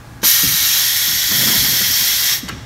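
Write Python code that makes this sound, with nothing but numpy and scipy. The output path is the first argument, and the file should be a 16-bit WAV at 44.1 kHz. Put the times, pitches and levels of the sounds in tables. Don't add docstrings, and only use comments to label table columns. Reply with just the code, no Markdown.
import sys
import numpy as np
from scipy import signal
from scipy.fft import rfft, irfft, next_fast_len
from scipy.io import wavfile
from scipy.ndimage import uniform_filter1d, map_coordinates

SR = 44100
rng = np.random.default_rng(int(sys.argv[2]) if len(sys.argv) > 2 else 0)


def undo_db(level):
    steps = np.asarray(level, float) / 20
    return 10 ** steps


def master(y):
    cut = np.clip(np.atleast_2d(y).T, -1, 1)
    pcm = np.round(cut * 32767)
    wavfile.write(sys.argv[1], SR, pcm.astype(np.int16))


N = 116865
TIME_S = np.arange(N) / SR


def unit(x):
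    return x / np.sqrt(np.mean(x ** 2) + 1e-20)


def along(points, hz):
    f, v = np.transpose(points)
    return np.interp(np.log(hz + 1), np.log(f + 1), v)


def lifts(peaks, hz):
    return sum(db / (1 + (2 * (hz - centre) / w) ** 2) for centre, w, db in peaks)


def resonances(peaks):
    def response(hz):
        total = 0
        for k, (centre, w, db) in enumerate(peaks):
            damping = 1j * hz * w
            total = total + (-1) ** k * undo_db(db) * damping / (centre ** 2 - hz ** 2 + damping)
        return total
    return response


def comb():
    depth_db, spacing_hz = 1.4, 35
    knots = rng.standard_normal(int(SR / 2 / spacing_hz) + 4)
    return lambda hz: depth_db * map_coordinates(knots, [hz / spacing_hz])


def wobble(rate_hz):
    knots = rng.standard_normal(int(N * rate_hz / SR) + 4)
    return map_coordinates(knots, [TIME_S * rate_hz])


def filtered(x, response):
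    m = next_fast_len(N + SR // 2)
    return irfft(rfft(x, m) * response(np.fft.rfftfreq(m, 1 / SR)), m)[..., :N]


def rush(gain, patchy_db, ripple_db=0):
    z = signal.stft(rng.standard_normal(N), nperseg=512)[2]
    patches = uniform_filter1d(uniform_filter1d(rng.standard_normal(z.shape), 6, 0), 10, 1)
    ripples = uniform_filter1d(rng.standard_normal(z.shape), size=150, axis=1)
    z = z * undo_db(patchy_db * unit(patches) + ripple_db * unit(ripples))
    return unit(filtered(signal.istft(z, nperseg=512)[1][:N], gain))


def burst(start_s, t60_s, rise_s):
    out, first = np.zeros(N), int(np.ceil(start_s * SR))
    t = np.arange(first, min(N, first + int(2 * t60_s * SR) + 1)) / SR - start_s
    out[first:first + len(t)] = np.clip(t / rise_s, 0, 1) * undo_db(-60 * t / t60_s)
    return out


def bursts(rows, t60_s, rise_s):
    return sum(undo_db(db) * burst(s, t60_s, rise_s) for s, db in rows)


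def struck(rows, rise_s):
    sag = .08
    out = np.zeros(N)
    for s, db, hz, t60_s in rows:
        t = TIME_S - s
        tone = np.sin(2 * np.pi * hz * t * (1 - sag * t / t60_s))
        out += undo_db(db) * burst(s, t60_s, rise_s) * tone
    return out


def hum():
    duck_s = [0, .23, .3, 2.3, 2.4, 2.65]
    duck_gain_db = [0, 0, -4, -4, 0, 0]
    # [f/Hz, level/dB per Hz]
    hum_spectrum = [(15, -41), (25, 6.5), (80, 7.5), (250, -2), (450, -9.5), (1500, -11), (3000, -20.5),
                    (6500, -22), (9000, -27), (15600, -30)]
    # [f/Hz, width/Hz, lift/dB]
    hum_peaks = [(104, 72, 0.5), (108, 16, -2), (320, 24, 3.5), (836, 55, 9.5), (1172, 25, 8.5),
                 (1650, 58, 9.5)]
    mains_hz, mains_db, hum_db = 118, -39.5, -37.5
    duck_db = np.interp(TIME_S, duck_s, duck_gain_db)
    mains = np.sin(2 * np.pi * mains_hz * TIME_S + 1.2 * wobble(6.4))
    mains = undo_db(mains_db + duck_db + 0.83 * wobble(7.1)) * mains
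    air = rush(lambda hz: undo_db(along(hum_spectrum, hz) + lifts(hum_peaks, hz)), patchy_db=0.5)
    return mains + undo_db(hum_db + duck_db + 0.8 * wobble(5.55)) * air


def thuds():
    # [t/s, peak level/dB, f/Hz, decay/s]
    opening = [(.2305, -16, 215, .07), (.231, -21, 330, .05), (.2315, -21, 470, .05), (.231, -27, 700, .04),
               (.231, -22, 950, .05)]
    # [t/s, peak level/dB, f/Hz, decay/s]
    jolts = [(0.43, -7, 185, 0.062), (0.46, -20, 70, 0.1), (0.485, -19, 150, 0.1), (0.512, -19, 125, 0.076),
             (0.611, -30.5, 92.6, 0.23), (1.076, -32, 153.4, 0.57), (1.121, -29.5, 76, 0.36),
             (1.297, -30, 95, 0.29), (1.342, -20, 142, 0.12), (1.376, -22, 134, 0.38),
             (1.417, -19, 140, 0.2), (1.457, -12.5, 149, 0.089), (1.485, -22, 238, 0.15),
             (1.54, -27.5, 181, 0.36), (1.579, -22, 63.5, 0.31), (1.611, -23.5, 136, 0.32),
             (1.673, -25.5, 128.6, 0.31), (1.718, -27, 124.8, 0.7), (1.811, -26.5, 192, 0.3),
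             (1.881, -27, 89, 0.37), (1.998, -32.5, 115.4, 0.4), (2.31, -35.5, 149, 0.5),
             (2.44, -22, 188, 0.15), (2.508, -20.5, 142.4, 0.22), (2.533, -30, 82.4, 0.42),
             (2.569, -30.5, 138, 0.28), (2.609, -27, 118, 0.24)]
    # [t/s, peak level/dB, f/Hz, decay/s]
    knocks = [(0.431, -16, 280.7, 0.15), (0.431, -23, 507, 0.071), (0.484, -25.5, 321, 0.11),
              (.61, -37, 320, 0.26), (1.065, -31.5, 335, 0.13), (1.287, -26, 300, 0.087),
              (1.801, -24.5, 372, 0.084), (2.425, -23, 274, 0.085), (2.487, -25, 321, 0.11)]
    # [t/s, peak level/dB, f/Hz, decay/s]
    taps = [(.461, -17.5, 149, 0.041), (.476, -16, 129, 0.046), (.531, -22, 148, .08),
            (.544, -24, 172, 0.069), (1.4, -33, 645, .06), (1.402, -28, 950, .06), (1.432, -23, 565, 0.052),
            (1.436, -17.5, 200, .05), (1.461, -12.5, 170, 0.048), (1.474, -18, 273, 0.056),
            (1.474, -27, 1085, .06), (1.493, -31, 676, 0.028), (1.535, -24, 990, 0.065),
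            (1.556, -26, 675, .07), (1.558, -23, 260, 0.077), (1.578, -17, 120, .06),
            (1.644, -31, 900, 0.09), (1.685, -17, 148, 0.058), (1.808, -32, 250, 0.044),
            (1.809, -28, 530, 0.035), (1.81, -28, 790, .03), (2.432, -21, 244, .06),
            (2.532, -15, 130, 0.083), (2.567, -25, 170, 0.048), (2.615, -27, 140, .06)]
    # [t/s, level/dB, decay/s]
    rattles = [(0.23, -24, 0.24), (.43, -39, .1), (1.07, -34, 0.25), (1.309, -27.5, 0.38), (1.4, -28, 0.27),
               (1.431, -42, 0.22), (1.469, -24, 0.44), (1.539, -37, 0.15), (1.645, -31, 0.2),
               (1.808, -25, .08), (2.0, -39, 0.49)]
    # [f/Hz, width/Hz, level/dB]
    frame_modes = [(68.5, 60, -8), (100.6, 60, -2), (134.6, 39, -2), (189, 40, 0), (280, 45, -2),
                   (367, 40, -8), (506, 170, -15)]
    # [f/Hz, level/dB]
    rattle_spectrum = [(90, -25), (200, 8.5), (350, -3.5), (600, -5.5), (1100, -4.5), (1700, -1),
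                       (2500, -13), (5000, -48)]
    jolt_rise_s, tap_rise_s, rattle_rise_s = .014, .002, .004
    shake_db, shake_lasts = -12, 1.2
    boom = struck(jolts + knocks, jolt_rise_s) + struck(opening + taps, tap_rise_s)
    shake = sum(undo_db(db + shake_db) * burst(s, shake_lasts * t60_s, jolt_rise_s) for s, db, hz, t60_s in jolts)
    shake = shake * rush(resonances(frame_modes), patchy_db=2)
    rattle = sum(undo_db(db) * burst(s, t60_s, rattle_rise_s) for s, db, t60_s in rattles)
    rattle = rattle * rush(lambda hz: undo_db(along(rattle_spectrum, hz)), patchy_db=3)
    return boom + shake + rattle


def valve():
    # [t/s, level/dB]
    clicks = [
        (.2305, -25),
        (.237, -28),
        (2.4815, -32),
        (2.4865, -32),
        (2.4915, -26),
        (2.499, -32),
        (2.511, -36),
        (2.523, -37),
    ]
    # [f/Hz, width/Hz, level/dB]
    body_modes = [(400, 200, -7), (800, 150, -5), (1100, 150, -5), (1360, 90, 1), (1600, 120, 1),
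                  (2100, 300, -3), (2900, 250, -6)]
    # [t/s, peak level/dB, f/Hz, decay/s]
    rings = [(2.4815, -29, 2980, .12), (2.4815, -30, 2060, .05), (2.4865, -33, 1130, .15),
             (2.4865, -25, 3900, .04), (2.4865, -28, 5700, .03), (2.492, -27, 1346, .13),
             (2.492, -26, 1640, .12), (2.492, -28, 2060, .06), (2.492, -31, 2740, .05),
             (2.492, -30, 420, .05), (2.515, -35, 2480, .08)]
    # [t/s, level/dB]
    cracks = [
        (2.4815, -35),
        (2.4865, -24),
        (2.492, -30),
    ]
    # [f/Hz, level/dB]
    crack_spectrum = [(2000, -14), (4000, 0), (6500, -2), (9500, -11), (13000, -9), (15700, -10)]
    crack_rise_s = .0006
    knock = bursts(clicks, t60_s=.07, rise_s=.0012) * rush(resonances(body_modes), patchy_db=1)
    bright = rush(lambda hz: undo_db(along(crack_spectrum, hz)), patchy_db=5)
    return knock + struck(rings, crack_rise_s) + bursts(cracks, .03, crack_rise_s) * bright


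def jet():
    # [t/s, strength/dB, top whistle brightness/dB]
    course = [(.218, -38, -4), (0.228, -39, 0), (0.231, -23.5, -6), (.243, -16.5, 3.5), (.26, -13, 3),
              (.41, -15.5, 1.5), (.47, -17.5, 1.5), (.8, -16.5, -0.5), (1.0, -18, 0.5), (1.17, -18, -1),
              (1.28, -17.5, -1.5), (1.38, -16.5, -0.5), (1.8, -17, -0.5), (2.2, -17, -0.5),
              (2.336, -16.5, -2), (2.39, -29, -0.5), (2.43, -58, 3), (2.47, -57, -2)]
    # [f/Hz, level/dB per Hz]
    early_jet = [(410, -32), (700, -23), (1840, -8), (2650, -10), (3900, -3.5), (4800, -6), (5900, -1),
                 (7000, -6), (7800, -17), (10100, -33), (17200, -120)]
    # [f/Hz, level/dB per Hz]
    facing_jet = [(410, -26), (700, -19), (1270, -16), (1920, -4.5), (2680, -13), (3340, -4), (4860, -3),
                  (5650, -1), (7800, -10), (10100, -64), (17200, -120)]
    # [f/Hz, level/dB per Hz]
    whistle = [(4590, -36.5), (7800, -13), (10300, -12), (11300, -6.5), (12700, -2.5), (13300, -4.5),
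               (15600, -13.5)]
    # [f/Hz, width/Hz, lift/dB]
    cavities = [(2180, 40, 3), (3300, 500, 2.5), (3880, 200, 1), (4040, 100, -3), (4550, 260, 3),
                (4850, 200, -4.5), (5450, 150, 2), (6480, 100, 1), (7800, 300, -3)]
    # [f/Hz, width/Hz, lift/dB]
    early_lifts = [(1863, 50, 8), (4000, 72, 3), (5960, 120, 0), (7200, 50, 7), (11900, 60, 6.5)]
    # [f/Hz, width/Hz, lift/dB]
    late_lifts = [(1900, 200, 2), (2560, 45, 2), (3250, 300, 1.5), (5550, 250, 3)]
    # start, end [t/s]
    turn_s = (0.67, 0.94)
    # start, peak, end [t/s]
    pinch_s = (2.345, 2.36, 2.385)
    pinch_db, pinch_hz, pinch_width_hz = -27, 15600, 400
    whistle_db, patch_db = -1, .6
    ripple_db = 1.7

    def air(spectrum, own_lifts):
        ripple = comb()
        return rush(lambda hz: undo_db(along(spectrum, hz) + lifts(cavities + own_lifts, hz) + ripple(hz)),
                    patch_db, ripple_db)

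    s, strength_db, bright_db = np.transpose(course)
    strength_db = np.interp(TIME_S, s, strength_db, -120, -120)
    bright_db = np.interp(TIME_S, s, bright_db)
    angle = np.pi / 2 * np.interp(TIME_S, turn_s, (0, 1))
    body = np.cos(angle) * air(early_jet, early_lifts) + np.sin(angle) * air(facing_jet, late_lifts)
    top = undo_db(whistle_db + bright_db + 0.59 * wobble(120)) * air(whistle, early_lifts)
    flutter_db = 0.34 * wobble(8.83) + 0.2 * wobble(250)
    squeal = rush(lambda hz: undo_db(-12 * ((hz - pinch_hz) / pinch_width_hz) ** 2), patch_db)
    squeal = undo_db(pinch_db) * np.interp(TIME_S, pinch_s, (0, 1, 0)) ** 2 * squeal
    return squeal + undo_db(strength_db + flutter_db) * (body + top)


def hall(x):
    # [f/Hz, t60/s]
    hall_t60 = [(150, 7.8), (1500, 1.9), (5000, 0.98), (7500, 0.99), (9000, 0.71), (15000, 0.34)]
    hall_db, delay_samples = -14.5, 300
    hz, t, z = signal.stft(rng.standard_normal(SR), SR, nperseg=256)
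    tail = signal.istft(z * undo_db(-60 * t / along(hall_t60, hz)[:, None]), SR, nperseg=256)[1]
    late = signal.fftconvolve(np.pad(x, (delay_samples, 0)), tail / np.linalg.norm(tail))[:N]
    return x + undo_db(hall_db) * late


def scene():
    return (hall(jet() + valve()) + thuds() + hum())[None]


def band_limit(x):
    return signal.sosfilt(signal.butter(12, 15800, fs=SR, output="sos"), x)


def record(dry):
    ceiling, bass_cut_hz, top_hz, edge_hz = .95, 45, 15760, 60

    def band(hz):
        treble = undo_db(-12 * np.logaddexp(0, 4 * (hz - top_hz) / edge_hz))
        return treble / np.sqrt(1 + (bass_cut_hz / (hz + 1)) ** 4)

    limited = dry / (1 + np.abs(dry / ceiling) ** 6) ** (1 / 6)
    return band_limit(filtered(limited, band))


dry = scene()
out = record(dry)
master(out)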